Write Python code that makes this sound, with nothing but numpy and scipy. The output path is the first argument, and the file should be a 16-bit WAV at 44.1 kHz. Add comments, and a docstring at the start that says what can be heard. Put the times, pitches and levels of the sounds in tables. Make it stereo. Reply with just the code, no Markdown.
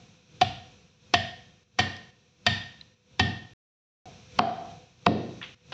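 """A hard-walled kitchen: on its floor a heavy wooden pestle pounds dry sticks in a stone mortar, three blows in 2 s.
Each blow is a rustle and crack (dense random clicks), a slap and ringing (decaying sines), and a floor thud (low
sines and noise); a noise tail is the room's answer. Loose sticks clatter over low rumble and soft hiss.
After a silent pause the sticks are splintered and cushion the pestle: shorter, duller cracks and a fuller thud."""
import sys
import numpy as np
from scipy import signal
from scipy.fft import rfft, irfft
from scipy.io import wavfile
from scipy.ndimage import uniform_filter1d, minimum_filter1d

SR = 44100
rng = np.random.default_rng(int(sys.argv[2]) if len(sys.argv) > 2 else 0)


def output_pcm(signal):
    """Save a mono or channel-first signal as 16-bit PCM at the path in sys.argv[1].

    Samples are clipped to [-1, 1] before scaling.
    """
    pcm = np.clip(np.atleast_2d(signal).T, -1, 1) * 32767
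    wavfile.write(sys.argv[1], SR, np.round(pcm).astype(np.int16))


N = 252693
TIME = np.arange(N) / SR   # s
AGE = TIME[:SR]   # s since a sound began; each single sound lasts at most 1 s
PAUSE_START_S, PAUSE_END_S = 3.535, 4.056

# the blows; the ring is loud where the pestle gets through to the stone, the slap where it lands flat on the heap;
# levels are relative within each layer: (time [s], crack level [dB], crack t60 [s], slap level [dB],
# knock pitch [Hz], knock level [dB], lingering knock level [dB], ring level [dB], thud level [dB], boom top [Hz])
BLOWS = [ (-.30, -15, .05, -5, 733, -7, -26, -9, -28, 200),
         (0.4160, -16, .035, -3.5, 730.4, -3, -31, -13.5, -32, 199.2),
         (1.141, -14, .069, 4, 702.3, -6.5, -25.5, 1, -33, 195.7),
         (1.7909, -16, .097, -2, 728, -11, -33, 1.5, -32.5, 455),
         (2.4680, -9.5, .027, -12, 713, -12, -36, 4, -29.5, 195.7),
         (3.198, -15, .052, -9, 738.4, -14, -29.5, 4, -24, 261),
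         (3.7300, -23, .016, 5, 719, -5.5, -8.5, -38, -15.5, 990),
         (4.3925, -13, .017, 18.5, 725.5, 1, -7, -44, -16.5, 1030),
         (5.0673, -14.5, .0082, 16.5, 699, -1.5, -24.5, -8, -12, 446)]


def from_db(db):
    """Decibels to gain."""
    return 10 ** (np.asarray(db) / 20)


def rms_one(x):
    """Scale to rms 1."""
    return x / np.sqrt(np.mean(x ** 2) + 1e-20)


def fade(t60):
    """An envelope that falls 60 dB in t60 seconds (1 ms at least)."""
    return np.exp(-np.log(1000) * AGE / max(t60, 1e-3))


def butter(x, hz, kind, order):
    """Causal Butterworth filter."""
    sections = signal.butter(order, np.clip(hz, 10, .45 * SR), kind, fs=SR, output="sos")
    return signal.sosfilt(sections, x)


def colour(x, spectrum):
    """Causal (minimum-phase) filter with the given spectrum, by folding its cepstrum."""
    size = 4096
    hz, db = np.transpose(spectrum)
    bins_hz = np.arange(size // 2 + 1) * SR / size
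    bins_db = np.interp(np.log(bins_hz + 1), np.log(hz), db)
    cepstrum = irfft(np.log(from_db(bins_db)))
    cepstrum[1:size // 2] *= 2
    cepstrum[size // 2 + 1:] = 0
    impulse = irfft(np.exp(rfft(cepstrum)))
    return signal.fftconvolve(x, impulse[None], axes=1)[:, :x.shape[1]]


def stereo(pair, alike):
    """Two unrelated signals become left and right with the given likeness (correlation)."""
    alike = np.clip(alike, -1, 1)
    middle = np.sqrt(1 + alike) * pair[0]
    side = np.sqrt(1 - alike) * pair[1]
    return (middle + side * [[1], [-1]]) / np.sqrt(2)


def add(track, s, sound):
    """Mix a sound into the track at time s; it may have begun before the track does."""
    start = min(round(s * SR), N - 1)
    sound, start = sound[:, max(-start, 0):], max(start, 0)
    track[:, start:start + sound.shape[1]] += sound[:, :N - start]


def pan(pan_db):
    """Level offsets of left and right, in dB, from their difference."""
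    return pan_db * np.array([[.5], [-.5]])


def mode(hz, db, t60, pan_db=0, lag=0, rise_s=0.0018):
    """A struck mode: a decaying sine that reaches the two microphones with different level and phase."""
    swing = np.sin(2 * np.pi * hz * AGE - np.array([[lag], [0]]))   # lag: left, in radians
    return from_db(db + pan(pan_db)) * swing * fade(t60) * (1 - np.exp(-AGE / rise_s))


def burst(grains, envelope):
    """Grains under an envelope, with the energy of that envelope."""
    return rms_one(grains * envelope) * np.sqrt(np.mean(envelope ** 2))


def fractures(spread_db=5.5, per_s=6000, alike=0.35, lag_samples=6):
    """Dense clicks of uneven size from breaking fibres, reaching the right microphone first."""
    # spectrum of breaking sticks: (frequency [Hz], relative level [dB])
    crack_spectrum = [(25, -32), (100, -6), (400, -2), (1100, -3), (2100, -3), (3100, 2.5), (4400, -1),
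                      (5200, -4.5), (6000, -5.5), (6450, -20), (7100, -14), (8200, -31), (9500, -41),
                      (15000, -38.5)]
    sizes = from_db(spread_db * np.minimum(rng.exponential(1, (2, SR)), 3))
    sizes = sizes * rng.choice([-1, 1], (2, SR))
    clicks = sizes * (rng.random((2, SR)) < per_s / SR)
    left, right = colour(stereo(clicks, alike), crack_spectrum)
    return np.array([np.roll(left, int(lag_samples)), right])


def first_touch(length_s=.03, swell_db=38.0):
    """The heap rustles louder and louder as the pestle presses into it."""
    swell = from_db(swell_db * np.minimum(AGE / length_s - 1, 0))
    return burst(fractures(), swell * (AGE < length_s))


def crack(crush_s, t60, top_hz, crush_db=1.0):
    """Sticks give way under the pestle in a swelling crackle, which dies away once it bottoms out."""
    swell = from_db(crush_db) * np.minimum(2 * AGE / crush_s, 1)
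    dying = np.interp(AGE - crush_s, AGE, fade(t60))
    envelope = np.where(AGE < crush_s, swell, dying)
    return burst(butter(fractures(), top_hz, "low", order=1), envelope)


def slap(lag_s=0.00013):
    """The pestle's flat face slaps the packed heap: heavily damped modes, lagging on the left."""
    # modes of the slap: (frequency [Hz], relative level [dB], t60 [s])
    slap_modes = [(1006, 2, 0.0048), (1360, -6.5, 0.002), (2598, -3.5, 0.0055), (3900, -15, 0.0066),
                  (5270, -13, 0.0016)]
    out = 0
    for k, (hz, db, t60) in enumerate(slap_modes):
        out = out + mode(hz, db, t60, 0, 2 * np.pi * hz * lag_s, rise_s=0.0006) * (-1) ** k
    return out


def hanging_tone(hz, db, pan_db, lag, spread, t60, count=12):
    """A mode's tone hangs on in the room as a cluster of close partials that waver."""
    steps = np.linspace(-1, 1, count) + rng.normal(0, 0.13, count)
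    phases = rng.uniform(0, 2 * np.pi, count)
    cluster = sum(np.exp(-step ** 2 + 1j * (2 * np.pi * hz * (1 + spread * step) * AGE + phase))
                  for step, phase in zip(steps, phases))
    sides = np.real(cluster * np.exp(-1j * np.array([[lag], [0]])))
    envelope = fade(t60) * (1 - np.exp(-AGE / 0.037))
    return from_db(db + pan(pan_db)) * burst(sides, envelope) / np.sqrt(2)


def ringing(knock_hz, knock_db, linger_db, ring_db, overtones_db, scatter_db=2.0, overtone_lag=.9,
            bowl_cut_hz=520):
    """Pestle on mortar: quickly damped knock and ring, and faint tones that hang on; gives (stroke, lingering)."""
    # main ring: (frequency [Hz], t60 [s], left over right [dB], left lag [radians])
    ring_hz, ring_t60, ring_pan_db, ring_lag = (1832, 0.058, 2.9, 2.92)
    # overtones of the ring: (frequency [Hz], relative level [dB], t60 [s])
    overtones = [(2380, -8, 0.05), (2656, -2.5, 0.035), (3102, -2, 0.059), (3484, -7.5, 0.056),
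                 (3850, -10, 0.049), (4580, -11, 0.044)]
    knock_t60_s, knock_pan_db, knock_lag = 0.066, -3.5, .35   # lag in radians
    knock = mode(knock_hz, knock_db, knock_t60_s, knock_pan_db, knock_lag, rise_s=0.0021)
    stroke = butter(knock, bowl_cut_hz, "high", order=3)   # a small bowl radiates little below its knock
    lingering = hanging_tone(knock_hz, linger_db, knock_pan_db, knock_lag, spread=0.094, t60=0.51)
    stroke += mode(ring_hz, ring_db, ring_t60, ring_pan_db, ring_lag)
    lingering += hanging_tone(ring_hz, ring_db - 30, ring_pan_db, ring_lag, spread=0.023, t60=0.45)
    for (hz, db, t60), chance_db in zip(overtones, rng.normal(0, scatter_db, len(overtones))):
        stroke += mode(hz, overtones_db + db + chance_db, t60, 0, overtone_lag)
    return stroke, lingering


def thud(low_hz, top_hz, modes_db=3.0, boom_db=-0.5, alike=0.63):
    """The floor takes the blow: a few low modes, and a diffuse boom of noise in the room."""
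    # the floor under the mortar, before a little random scatter: (frequency [Hz], relative level [dB], t60 [s])
    floor_modes = [(96.16, 2, 0.44), (123.3, -5, .55), (171.5, -13.5, 0.67), (218, -4, 0.39),
                   (265, -9.5, 0.17), (364, -19.5, 0.16), (401, -11.5, 0.18)]
    boom_t60_s = 0.54
    luck = rng.normal(0, 1, (len(floor_modes), 2))
    slab = 0
    for k, ((hz, db, t60), (detune, chance)) in enumerate(zip(floor_modes, luck)):
        slab = slab + mode(hz * (1 + 0.015 * detune), db + 2 * chance, t60, rise_s=0.001) * (-1) ** k
    noise = stereo(rng.standard_normal((2, SR)), alike)
    boom = burst(butter(noise, top_hz, "low", order=3), fade(boom_t60_s))
    return butter(from_db(modes_db) * slab + from_db(boom_db) * boom, low_hz, "high", order=4)


def kitchen(x, gap_s=0.0055, bass_alike=0.28, treble_alike=0.11, split_hz=1000):
    """Hard walls answer with a dense decaying tail, more alike between the sides in the bass."""
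    # colour of the room: (frequency [Hz], relative level [dB])
    room_spectrum = [(80, 0), (400, -11.5), (750, -5), (1300, -5), (2000, -5), (3300, -2.5), (6000, -8.5),
                     (8000, -6), (10000, -16)]
    room_t60_s = 0.56
    bass = butter(stereo(rng.standard_normal((2, SR)), bass_alike), split_hz, "low", order=2)
    treble = butter(stereo(rng.standard_normal((2, SR)), treble_alike), split_hz, "high", order=2)
    build_up = np.minimum(AGE / gap_s, 1) ** 2
    tail = rms_one((bass + treble) * fade(room_t60_s) * build_up) / np.sqrt(SR)
    return signal.fftconvolve(x, colour(tail, room_spectrum), axes=1)[:, :N]


def pounding(touch_s=0.02, touch_db=-26.5, slap_room_db=-19.5, ring_room_db=-11.0):
    """Every blow: rustle, crack, slap and ring with their room sound, over the thud."""
    # pairs: (whole sticks before the pause, splinters from its start on)
    crush_lengths_s = (0.0041, 0.0046)   # from first breaking to bottoming out
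    crack_tops_hz, crack_rooms_db = (5316, 3215), (-1.5, -1.5)
    overtone_bases_db = (-13, -42.5)   # with the ring at 0 dB
    thud_lows_hz = (72, 154)
    overtones_follow = .42   # dB of overtones per dB of ring
    direct, sent = np.zeros((2, 2, N))
    for (s, crack_db, t60, slap_db, knock_hz, knock_db, linger_db, ring_db, thud_db, boom_top_hz) in BLOWS:
        heap = int(s > PAUSE_START_S)
        crush_s, room_db = crush_lengths_s[heap], crack_rooms_db[heap]
        overtones_db = overtone_bases_db[heap] + overtones_follow * ring_db
        stroke, lingering = ringing(knock_hz, knock_db, linger_db, ring_db, overtones_db)
        rustle = from_db(crack_db + touch_db) * first_touch(touch_s)
        breaking = from_db(crack_db) * crack(crush_s, t60, crack_tops_hz[heap])
        parts = [(s - crush_s - touch_s, rustle, room_db),
                 (s - crush_s, breaking, room_db),
                 (s, from_db(slap_db) * slap(), slap_room_db),   # the bowl beams the slap at the microphones
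                 (s, stroke, ring_room_db)]
        for start, sound, send_db in parts:
            add(direct, start, sound)
            add(sent, start, from_db(send_db) * sound)
        add(direct, s, lingering + from_db(thud_db) * thud(thud_lows_hz[heap], boom_top_hz))
    return direct + kitchen(sent)


def background(rumble_alike=.85, hiss_alike=0.075):
    """Low room rumble and a soft hiss, both of coloured noise, sink in a lull timed from each blow."""
    # level of the hiss outside the lulls: (time [s], level [dB])
    hiss_levels = [(0, -57), (.7, -58), (1.1, -60), (3.5, -61.5), (4.06, -52.5), (4.4, -48.5), (5.0, -58),
                   (5.73, -51.5)]
    # spectra of rumble and hiss: (frequency [Hz], relative level [dB])
    rumble_spectrum = [(20, -25.5), (45, -16), (75, -4), (114, 0), (198, -2.5), (260, -13.5), (380, -14.5),
                       (465, -14.5), (500, -2.5), (550, -21), (900, -26), (2000, -63.5)]
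    hiss_spectrum = [(410, -35.5), (700, -3.5), (871, -12.5), (962, -3.5), (1180, -7), (1330, -4.5),
                     (2030, -8), (2540, 2), (2870, -4), (3940, -1), (4760, -9.5), (5860, -2), (7510, -17.5),
                     (9760, -51.5), (16500, -120)]
    rumble_over_hiss_db, rumble_lull_db, hiss_lull_db = 3, -8, -6
    delay_s, sink_s, hold_s, return_s = 0.32, 0.22, 0.03, 0.088   # sinking starts once a blow has died away
    corners = np.cumsum([delay_s, sink_s, hold_s, return_s])
    lull = sum(np.interp(TIME - s, corners, [0, 1, 1, 0]) for s, *_ in BLOWS)
    level_db = np.interp(TIME, *np.transpose(hiss_levels))
    rumble = rms_one(colour(stereo(rng.standard_normal((2, N)), rumble_alike), rumble_spectrum))
    hiss = rms_one(colour(stereo(rng.standard_normal((2, N)), hiss_alike), hiss_spectrum))
    rumble_db = level_db + rumble_over_hiss_db + rumble_lull_db * lull
    hiss_db = level_db + hiss_lull_db * lull
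    return from_db(rumble_db) * rumble + from_db(hiss_db) * hiss


def loose_sticks(ping_t60=0.012, room_db=-13.0, low_share=0.49):
    """Light clatter: a dry rattle of clicks, thin well below the stick's own brief pitch."""
    # loose sticks shifting and falling back, and at the end the pestle of the next blow first touching the
    # sticks; levels before the room is added: (time [s], rattle level [dB], rattle top [Hz], rattle t60 [s],
    # pitch [Hz], ping level [dB])
    sticks = [ (0.485, -41, 6900, .026, 5120, -41), (1.966, -39, 6000, 0.027, 5250, -31.5),
              (2.811, -35.5, 4480, 0.012, 4040, -21), (5.414, -36.5, 2500, .15, 1770, -26),
              (5.427, -35, 2880, 0.13, 3370, -19), (5.439, -40.5, 3300, 0.43, 3330, -21),
              (5.721, -30.5, 4650, 0.45, 680, -23.5)]
    out = np.zeros((2, N))
    for s, rattle_db, top_hz, t60, hz, ping_db in sticks:
        grains = butter(fractures(), top_hz, "low", order=4)
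        grains = butter(grains, low_share * hz, "high", order=3)
        rattle = from_db(rattle_db) * burst(grains, fade(t60))
        add(out, s, rattle + mode(hz, ping_db, ping_t60, 0, 0.65))
    return out + from_db(room_db) * kitchen(out)


def scene():
    """Blows, loose sticks and the room's background; now and then the whole level drops and creeps back."""
    # brief dips of the whole sound: (time [s], level [dB])
    dips = [(1.635, -6.5), (2.104, -5), (2.945, -4.5), (5.545, -12)]
    fall_s, return_s = 0.0057, 0.19
    corners = np.cumsum([0, fall_s, return_s])
    dip_db = sum(np.interp(TIME - s, corners, [0, db, 0]) for s, db in dips)
    return (pounding() + loose_sticks() + background()) * from_db(dip_db)


def record(dry, ceiling=0.98, attack_s=0.0032, release_db_per_s=39.5, cutoff_hz=15750):
    """A limiter ducks peaks over the ceiling and recovers steadily; the pause is silent, the top treble cut."""
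    size = max(int(attack_s * SR), 8)
    over_db = 20 * np.log10(np.maximum(np.abs(dry).max(axis=0) / ceiling, 1))
    recovery_db = release_db_per_s * TIME
    duck_db = np.maximum.accumulate(over_db + recovery_db) - recovery_db
    gain = uniform_filter1d(minimum_filter1d(from_db(-duck_db), size), size)   # eases down ahead of a peak
    running = (TIME < PAUSE_START_S) | (TIME > PAUSE_END_S)
    return butter(dry * gain * running, cutoff_hz, "low", order=16)


dry = scene()
out = record(dry)
output_pcm(out)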